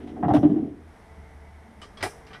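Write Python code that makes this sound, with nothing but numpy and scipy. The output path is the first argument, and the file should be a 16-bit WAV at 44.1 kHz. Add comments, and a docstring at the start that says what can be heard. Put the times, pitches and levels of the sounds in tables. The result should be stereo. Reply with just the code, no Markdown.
"""An open lot, where an excavator shifts its weight against a steel low-bed trailer, left of the mics.
The hollow deck groans under the load, takes a run of heavy knocks that clang on its plate, and booms
as it rocks to rest on its shaking frame. Later loose steel clinks and drops with one sharp bang.
Underneath, the diesel hums faintly, its hydraulic pump whines and the open air rumbles and hisses."""
import sys
import numpy as np
from scipy import signal
from scipy.fft import rfft, irfft
from scipy.io import wavfile

SR = 44100
rng = np.random.default_rng(int(sys.argv[2]) if len(sys.argv) > 2 else 0)


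def master_out(mix):
    """Clip the mix to full scale and print it as 16-bit PCM to the path in sys.argv[1]."""
    frames = np.transpose(np.atleast_2d(mix))
    ceiling = np.clip(frames, -1, 1)
    pcm = np.round(ceiling * 32767).astype(np.int16)
    wavfile.write(sys.argv[1], SR, pcm)


N = 105840
T = np.arange(N) / SR
FFT_SIZE = 2 ** 17
HZ = np.maximum(np.arange(FFT_SIZE // 2 + 1) * SR / FFT_SIZE, 1)
SIDES = np.array([[.5], [-.5]])  # splits a left-minus-right level between the two microphones
DECK_PAN_DB = 4.5

# how much louder the trailer's noise is at the left microphone: frequency_hz, left_minus_right_db
TRAILER_BALANCE = [(60, 3.5), (350, 3), (700, 4), (1300, -1.5), (2000, 6.5), (2800, 16), (4400, 4.5),
                   (8000, -0.5), (15000, 5)]


def deck_thumps():
    """The deck rocks: each thump booms in its hollow, flexes the frame and shoves it into ringing."""
    # thumps of the rocking deck: start_s, boom_db, boom_hz, frame_db, flex_hz
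    thumps = [(0.229, -26.5, 305, -29.5, 175), (0.255, -24, 290, -23.5, 158), (0.285, -17.5, 294, -42, 150),
              (0.312, -22.5, 297, -28.5, 106.4), (0.338, -19, 298, -29.5, 178),
              (0.348, -10, 291.2, -40.5, 150), (0.377, -35, 266, -23.5, 122.2),
              (0.429, -13, 304, -22.5, 184), (0.446, -6, 300.4, -25, 152.4), (0.494, -20, 292.4, -25, 192),
              (0.511, -14, 295, -28.5, 207), (0.560, -15, 316, -39, 200), (0.588, -19, 312.6, -36, 192),
              (0.621, -21.5, 274.7, -46, 140), (0.662, -26.5, 299, -44, 171.2),
              (0.704, -34.5, 286.5, -63, 180), (0.739, -39, 262, -55, 179), (1.18, -50, 187, -53, 164)]
    # resonances of the frame: pitch_hz, gain_db, t60_s
    frame_modes = [(54, -12, 0.17), (83.4, -18, 0.19), (96, -17, 0.15), (116, -10, 0.57),
                   (131.8, -5.5, 0.553), (157.2, -1, 0.21), (204.6, 2, 0.23), (231.4, -13, 0.34),
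                   (255.6, -12.5, 0.55), (326.6, 0, 0.5), (392.5, -1.5, 0.2), (465.6, -11.5, 1)]
    swell_s, push_s = 0.007, 0.012
    booms, shake = 0, 0
    for start_s, boom_db, boom_hz, frame_db, flex_hz in thumps:
        boom = from_db(boom_db) * note(start_s, boom_hz, swell_s, t60_s=0.093)
        flex = from_db(frame_db + 4.5) * note(start_s, flex_hz, swell_s, t60_s=0.07)
        hollow_tail = from_db(boom_db - 23.5) * note(start_s, 297.5, swell_s, t60_s=0.3)
        booms = booms + boom + flex + hollow_tail
        age = np.maximum(T - start_s, 0)
        shake = shake + from_db(frame_db) * age / push_s * np.exp(1 - age / push_s)
    pushes = shake * rng.standard_normal(N) / np.sqrt(2 * push_s * SR)
    low_band = signal.butter(2, [76.6, 504], "band", fs=SR, output="sos")
    frame = from_db(-8.5) * ring(signal.sosfilt(low_band, pushes), frame_modes)
    return pan(DECK_PAN_DB) * (booms + frame)


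def deck_knocks():
    """Heavy knocks ring the deck plate, each with a clang whose pitch is set by where it lands."""
    # blows on the deck: start_s, level_db, length_s, treble_db, dull_above_hz, ring_db, ring_hz
    knocks = [(0.003, -66.5, .06, 27.5, 4000, -58, 730), (0.073, -59.5, 0.033, 23.5, 9000, -47.5, 737),
              (0.162, -42.5, 0.03, -5, 2500, -38.5, 761), (0.227, -28, 0.029, 11, 1700, -20.5, 726.3),
              (0.281, -25, 0.03, -8, 8500, -16, 712.7), (0.303, -27, .035, -10, 3500, -20, 776),
              (0.3365, -23.5, 0.036, 3.5, 14250, -18.5, 638), (0.365, -37.5, 0.012, 0.5, 3000, -28.5, 799),
              (0.428, -31, 0.02, 1, 4000, -25, 588), (0.452, -39, .02, -2, 3000, -32.5, 686),
              (0.496, -45.5, 0.022, 2.5, 6000, -34.5, 658), (0.557, -41, 0.048, -3.5, 2520, -46, 756)]
    # spectrum of a knock: frequency_hz, gain_db
    spectrum = [(40, -23.5), (90, 0.5), (200, -2.5), (400, -10), (520, -10.5), (640, -3.5), (745, 3.5),
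                (900, -8), (1100, -12), (1900, -19), (2400, -29.5), (3400, -26.5), (4500, -37),
                (5300, -36.5), (7000, -46), (10000, -42.5), (14000, -58)]
    # overtones of the clang: pitch_ratio, gain_db
    partials = [(1, 0.5), (1.125, -6.5), (1.47, -17), (1.72, -20.5), (2.64, -32)]
    # resonances of the plate: pitch_hz, gain_db, t60_s
    plate_modes = [(589, 0, 0.3), (670, 5, 0.19), (739, 3, 0.17), (826, -6.5, 0.177), (1060, -9, 0.11),
                   (1170, -9.5, .1)]
    impacts = blows(knocks, spectrum, sag_db_per_s=75, cutoff_db_per_s=689,
                    hiss_db=-10, hiss_db_per_s=112.5, grain_db=1)
    clang = pan(DECK_PAN_DB) * clangs(knocks, partials, swell_s=0.003, t60_s=0.11)
    return with_ring(impacts, plate_modes, ring_db=-8) + clang


def deck_groan():
    """The deck creeps under the load with a low, hollow groan."""
    # rise and fall of the groan: time_s, level_db
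    loudness = [(0, -36.5), (0.1, -39.5), (0.2, -33.5), (0.3, -28.5), (0.55, -27), (0.68, -32.5),
                (0.77, -46), (0.84, -53.5), (1.0, -72)]
    # spectrum of the groan: frequency_hz, gain_db
    spectrum = [(40, -48.5), (85, -23.5), (140, -16.5), (200, -11.5), (235, -1), (262, -7), (292, -0.5),
                (330, -5), (365, -9), (400, -9), (520, -25), (640, -24.5), (760, -26), (1100, -40.5),
                (2100, -57), (3100, -52.5), (4400, -65), (8000, -79)]
    return level(loudness) * colour(stereo_noise(TRAILER_BALANCE), unit_gain(spectrum))


def loose_steel():
    """Loose steel pieces strike and ring, their rattling pings well to the left."""
    # steel strikes: start_s, level_db, length_s, treble_db, dull_above_hz, ring_db, ring_hz
    clanks = [(1.8155, -43.5, 0.032, 0.5, 8000, -45, 2980), (1.971, -47, 0.029, 1, 6400, -44.5, 3310),
              (2.006, -42.5, 0.011, 5, 4650, -45, 1626), (2.0262, -30, 0.019, 3.5, 15800, -26, 1950),
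              (2.266, -58, 0.017, 9, 6370, -56.5, 2750), (2.305, -50.5, 0.011, 2.5, 4000, -54, 1710),
              (2.331, -48.5, 0.017, 5.5, 4660, -49, 2990), (2.346, -52.5, 0.022, 1.5, 3500, -42, 1497)]
    # spectrum of a strike: frequency_hz, gain_db
    spectrum = [(60, -41), (200, -5.5), (380, -2.5), (560, -1), (750, 0.5), (1000, -8), (1250, 6),
                (1550, -3.5), (1950, 0), (2550, -8), (3100, -9), (3900, -7.5), (5000, -8), (6600, -17.5),
                (9200, -11.5), (11000, -19.5), (15000, -33)]
    # overtones of a piece's ping: pitch_ratio, gain_db
    partials = [(0.835, -13), (1, 0), (1.046, -12), (1.23, -22), (1.669, -17), (2.61, -19)]
    # resonances of the steel: pitch_hz, gain_db, t60_s
    steel_modes = [(414.6, -6, 0.26), (732, -12, 0.23), (1184, -2, 0.087), (1655, -4, 0.19),
                   (1950, -1, 0.076), (2402, 1, 0.1), (3220, -8.5, 0.17), (5100, -4, .04), (9500, -23, .1)]
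    strikes = blows(clanks, spectrum, sag_db_per_s=137, cutoff_db_per_s=307,
                    hiss_db=-6.5, hiss_db_per_s=174, grain_db=1)
    pings = pan(10) * clangs(clanks, partials, swell_s=0.0032, t60_s=0.091) * flutter(rate_hz=450)
    return with_ring(strikes, steel_modes, ring_db=-6) + pings


def steel_drop():
    """The steel's weight lands behind the bang: dull blows, a short rattling ring and a bass thud."""
    # landings: start_s, level_db, length_s, treble_db, dull_above_hz, ring_db, ring_hz
    drops = [(2.029, -32, 0.019, 0, 9000, -39, 744), (2.05, -35.5, 0.016, 1, 9100, -32, 401),
             (2.061, -39.5, 0.01, 2, 6000, -31.5, 749)]
    # spectrum of a landing: frequency_hz, gain_db
    spectrum = [(40, -13), (90, -15.5), (220, -13.5), (330, -3), (430, 4.5), (560, -6), (750, 7.5),
                (950, -3.5), (1250, -8.5), (2000, -12), (3000, -27.5), (9000, -40.5)]
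    # overtones of the landing weight: pitch_ratio, gain_db
    partials = [(1, 0), (1.21, -8), (1.75, -19.5)]
    weight = blows(drops, spectrum, sag_db_per_s=29.5, cutoff_db_per_s=914,
                   hiss_db=-18.5, hiss_db_per_s=24, grain_db=2.5)
    thud = from_db(-38) * bell_curve(middle_s=2.047, half_s=0.028) * tone(99, waver=0.028)
    rattle = clangs(drops, partials, swell_s=0.0039, t60_s=0.057) * flutter(rate_hz=300)
    return weight + pan(DECK_PAN_DB) * (rattle + thud)


def excavator():
    """The diesel's firing tone sags under load, the hydraulic pump whines and strained steel creaks."""
    # firing tone of the diesel: time_s, pitch_hz, level_db
    firing_curve = [(0, 80.8, -49), (0.72, 79.74, -53), (0.9, 79.34, -48), (1.021, 74.3, -72),
                    (1.18, 73.3, -48), (1.58, 74.9, -50), (1.68, 74, -63), (2.049, 70.9, -63),
                    (2.4, 71.3, -73)]
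    # tones of the pump: pitch_hz, gain_db
    whines = [(443, 2.5), (667, -0.5), (745, -4.5), (890, -3), (2003, -4), (2115, -8), (2223, -8.5)]
    # loudness of the working pump: time_s, level_db
    pump_load = [(0, -73.5), (0.8, -79), (1.15, -63.5), (1.6, -66.5), (1.8, -71), (2.1, -71), (2.4, -72)]
    # faint hums of strained steel: middle_s, half_length_s, pitch_hz, level_db
    strains = [(1.699, 0.033, 223.6, -51), (1.806, 0.041, 212.7, -54), (1.976, 0.065, 205, -55.5),
               (2.185, 0.24, 454.4, -57)]
    time_s, firing_hz, firing_db = np.transpose(firing_curve)
    firing = from_db(np.interp(T, time_s, firing_db)) * tone(np.interp(T, time_s, firing_hz), 0.0015)
    pump = sum(from_db(db) * tone(hz, waver=0.007) * flutter(rate_hz=40) for hz, db in whines)
    creaks = sum(from_db(db) * bell_curve(middle_s, half_s) * tone(hz, waver=0.0298)
                 for middle_s, half_s, hz, db in strains)
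    return pan(5.5) * (firing + level(pump_load) * pump + creaks)


def open_lot():
    """Soft rumble and hiss of the open air around the microphones."""
    # spectrum of the air: frequency_hz, gain_db
    spectrum = [(20, -20.5), (42, -10), (70, -7.5), (103, -14.5), (211, -17.5), (300, -20), (490, -25),
                (680, -21), (900, -21.5), (1050, -25.5), (2100, -25.5), (2550, -34.5), (3300, -37),
                (4400, -44.5), (5600, -41), (7200, -48), (8600, -43.5), (11000, -45.5), (15000, -64)]
    # the recorder's gain dips under the knocks, then the background comes back up: time_s, level_db
    floor_level = [(0, -51), (0.7, -54.5), (0.84, -52), (0.96, -49.5), (1.5, -51), (1.75, -50.5),
                   (2.15, -48), (2.4, -49.5)]
    # the air's lean toward the left microphone: frequency_hz, left_minus_right_db
    balance = [(60, 6), (400, 4), (1300, 7), (2400, 3), (4400, 10), (8000, -1.5), (15000, 2)]
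    return level(floor_level) * colour(stereo_noise(balance), unit_gain(spectrum))


def blows(rows, spectrum, sag_db_per_s, cutoff_db_per_s, hiss_db, hiss_db_per_s, grain_db):
    """Each blow is a short noise burst, held briefly, then cut off by the recorder's noise suppression."""
    # faint 5-6 kHz hiss that the recorder's processing leaves after each blow: frequency_hz, gain_db
    hiss_spectrum = [(300, -6), (2000, -8.5), (4600, -9.5), (5200, 7), (6000, 10.5), (6700, 3), (11000, 7)]
    treble_hz, attack_cycles = 1200, 5.7
    body = unit_gain(spectrum)
    treble_shelf = 1 / (1 + (treble_hz / HZ) ** 4)
    noise = stereo_noise(TRAILER_BALANCE) * flutter(rate_hz=1500, depth_db=grain_db)
    recorder_hiss = colour(stereo_noise(TRAILER_BALANCE), from_db(over_hz(hiss_spectrum)))
    out = 0
    for start_s, level_db, length_s, treble_db, dull_hz, *_ in rows:
        age = np.maximum(T - start_s, 0)
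        burst = noise * from_db(-sag_db_per_s * age - cutoff_db_per_s * np.maximum(age - length_s, 0))
        hiss = recorder_hiss * from_db(hiss_db - hiss_db_per_s * age)
        attack = np.minimum(age * dull_hz / attack_cycles, 1)  # duller blows rise more slowly
        lowpass = 1 / np.sqrt(1 + (HZ / dull_hz) ** 8)
        gain = body * lowpass * from_db(level_db + treble_db * treble_shelf)
        out = out + colour((burst + hiss) * attack, gain)
    return out


def clangs(rows, partials, swell_s, t60_s):
    """Each blow rings at its own pitch, with inharmonic partials."""
    return sum(from_db(ring_db + db) * note(start_s, ring_hz * ratio, swell_s, t60_s)
               for start_s, *_, ring_db, ring_hz in rows for ratio, db in partials)


def note(start_s, hz, swell_s, t60_s):
    """One struck resonance of height 1 that swells quickly and dies away."""
    age = np.maximum(T - start_s, 0)
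    envelope = (1 - np.exp(-(age / swell_s) ** 2)) * np.exp(-np.log(1000) * age / t60_s)
    return envelope / envelope.max() * np.sin(2 * np.pi * hz * age)


def with_ring(x, modes, ring_db):
    """The blows plus the modes they excite, at ring_db relative to the blows."""
    return x + from_db(ring_db) * x.std() * unit_rms(ring(x, modes))


def ring(x, modes):
    """Resonators driven by x; a click sets off a decaying sine in each."""
    out = 0
    for hz, db, t60_s in modes:
        radius, angle = np.exp(-np.log(1000) / (t60_s * SR)), 2 * np.pi * hz / SR
        feedback = [1, -2 * radius * np.cos(angle), radius ** 2]
        out = out + from_db(db) * signal.lfilter([0, np.sin(angle)], feedback, x + 1e-18)
    return out


def tone(hz, waver):
    """A sine of unit power whose pitch wanders by the fraction waver."""
    return np.sqrt(2) * np.sin(2 * np.pi * np.cumsum(hz * (1 + waver * drift(25))) / SR)


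def stereo_noise(balance):
    """Noise at two microphones: alike in the bass, largely unrelated in the treble."""
    # likeness of left and right: frequency_hz, correlation
    likeness = [(60, 1), (290, 0.94), (740, 0.66), (1400, -0.08), (3100, -0.38), (7000, 0.012),
                (15000, -0.13)]
    alike = np.clip(over_hz(likeness), -.99, .99)
    mid, side = rfft(rng.standard_normal((2, FFT_SIZE)))
    pair = np.sqrt((1 + alike) / 2) * mid + np.sqrt((1 - alike) / 2) * side * 2 * SIDES
    return irfft(pair * pan(over_hz(balance)))[:, :N]


def colour(x, gain):
    """Causal (minimum-phase) filter with the given gain per frequency."""
    cepstrum = irfft(np.log(gain + 1e-7))
    cepstrum[..., 1:FFT_SIZE // 2] *= 2
    cepstrum[..., FFT_SIZE // 2 + 1:] = 0
    return irfft(rfft(x, FFT_SIZE) * np.exp(rfft(cepstrum)))[..., :N]


def flutter(rate_hz, depth_db=3.5):
    """A randomly flickering gain of unit power."""
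    return unit_rms(from_db(depth_db * drift(rate_hz)))


def drift(rate_hz):
    """A line through random values, rate_hz of them a second."""
    knots = rng.standard_normal(8192)
    return np.interp(T * rate_hz, np.arange(len(knots)), knots)


def bell_curve(middle_s, half_s):
    """A smooth rise and fall around middle_s."""
    return np.exp(-((T - middle_s) / half_s) ** 2)


def level(points):
    """Gain over time from time_s, level_db points."""
    return from_db(np.interp(T, *np.transpose(points)))


def unit_gain(spectrum):
    """Filter gains of unit power from frequency_hz, gain_db points."""
    return unit_rms(from_db(over_hz(spectrum)))


def over_hz(points):
    """Spread frequency_hz, value points over all frequencies."""
    hz, value = np.transpose(points)
    return np.interp(np.log(HZ), np.log(hz), value)


def pan(left_minus_right_db):
    """Gains at the left and right microphones."""
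    return from_db(SIDES * left_minus_right_db)


def from_db(db):
    """Decibels to gain."""
    return 10 ** (np.asarray(db) / 20)


def unit_rms(x):
    """Scale to unit power."""
    return x / np.sqrt(np.mean(x ** 2) + 1e-20)


def scene():
    """Trailer deck, loose steel, machine and air as they reach the microphones."""
    deck = deck_thumps() + deck_groan() + deck_knocks()
    return deck + loose_steel() + steel_drop() + excavator() + open_lot()


def record(dry):
    """The recorder cuts the top steeply above 15.2 kHz."""
    return signal.sosfilt(signal.ellip(10, .1, 80, 15200, fs=SR, output="sos"), dry)


dry = scene()
out = record(dry)
master_out(out)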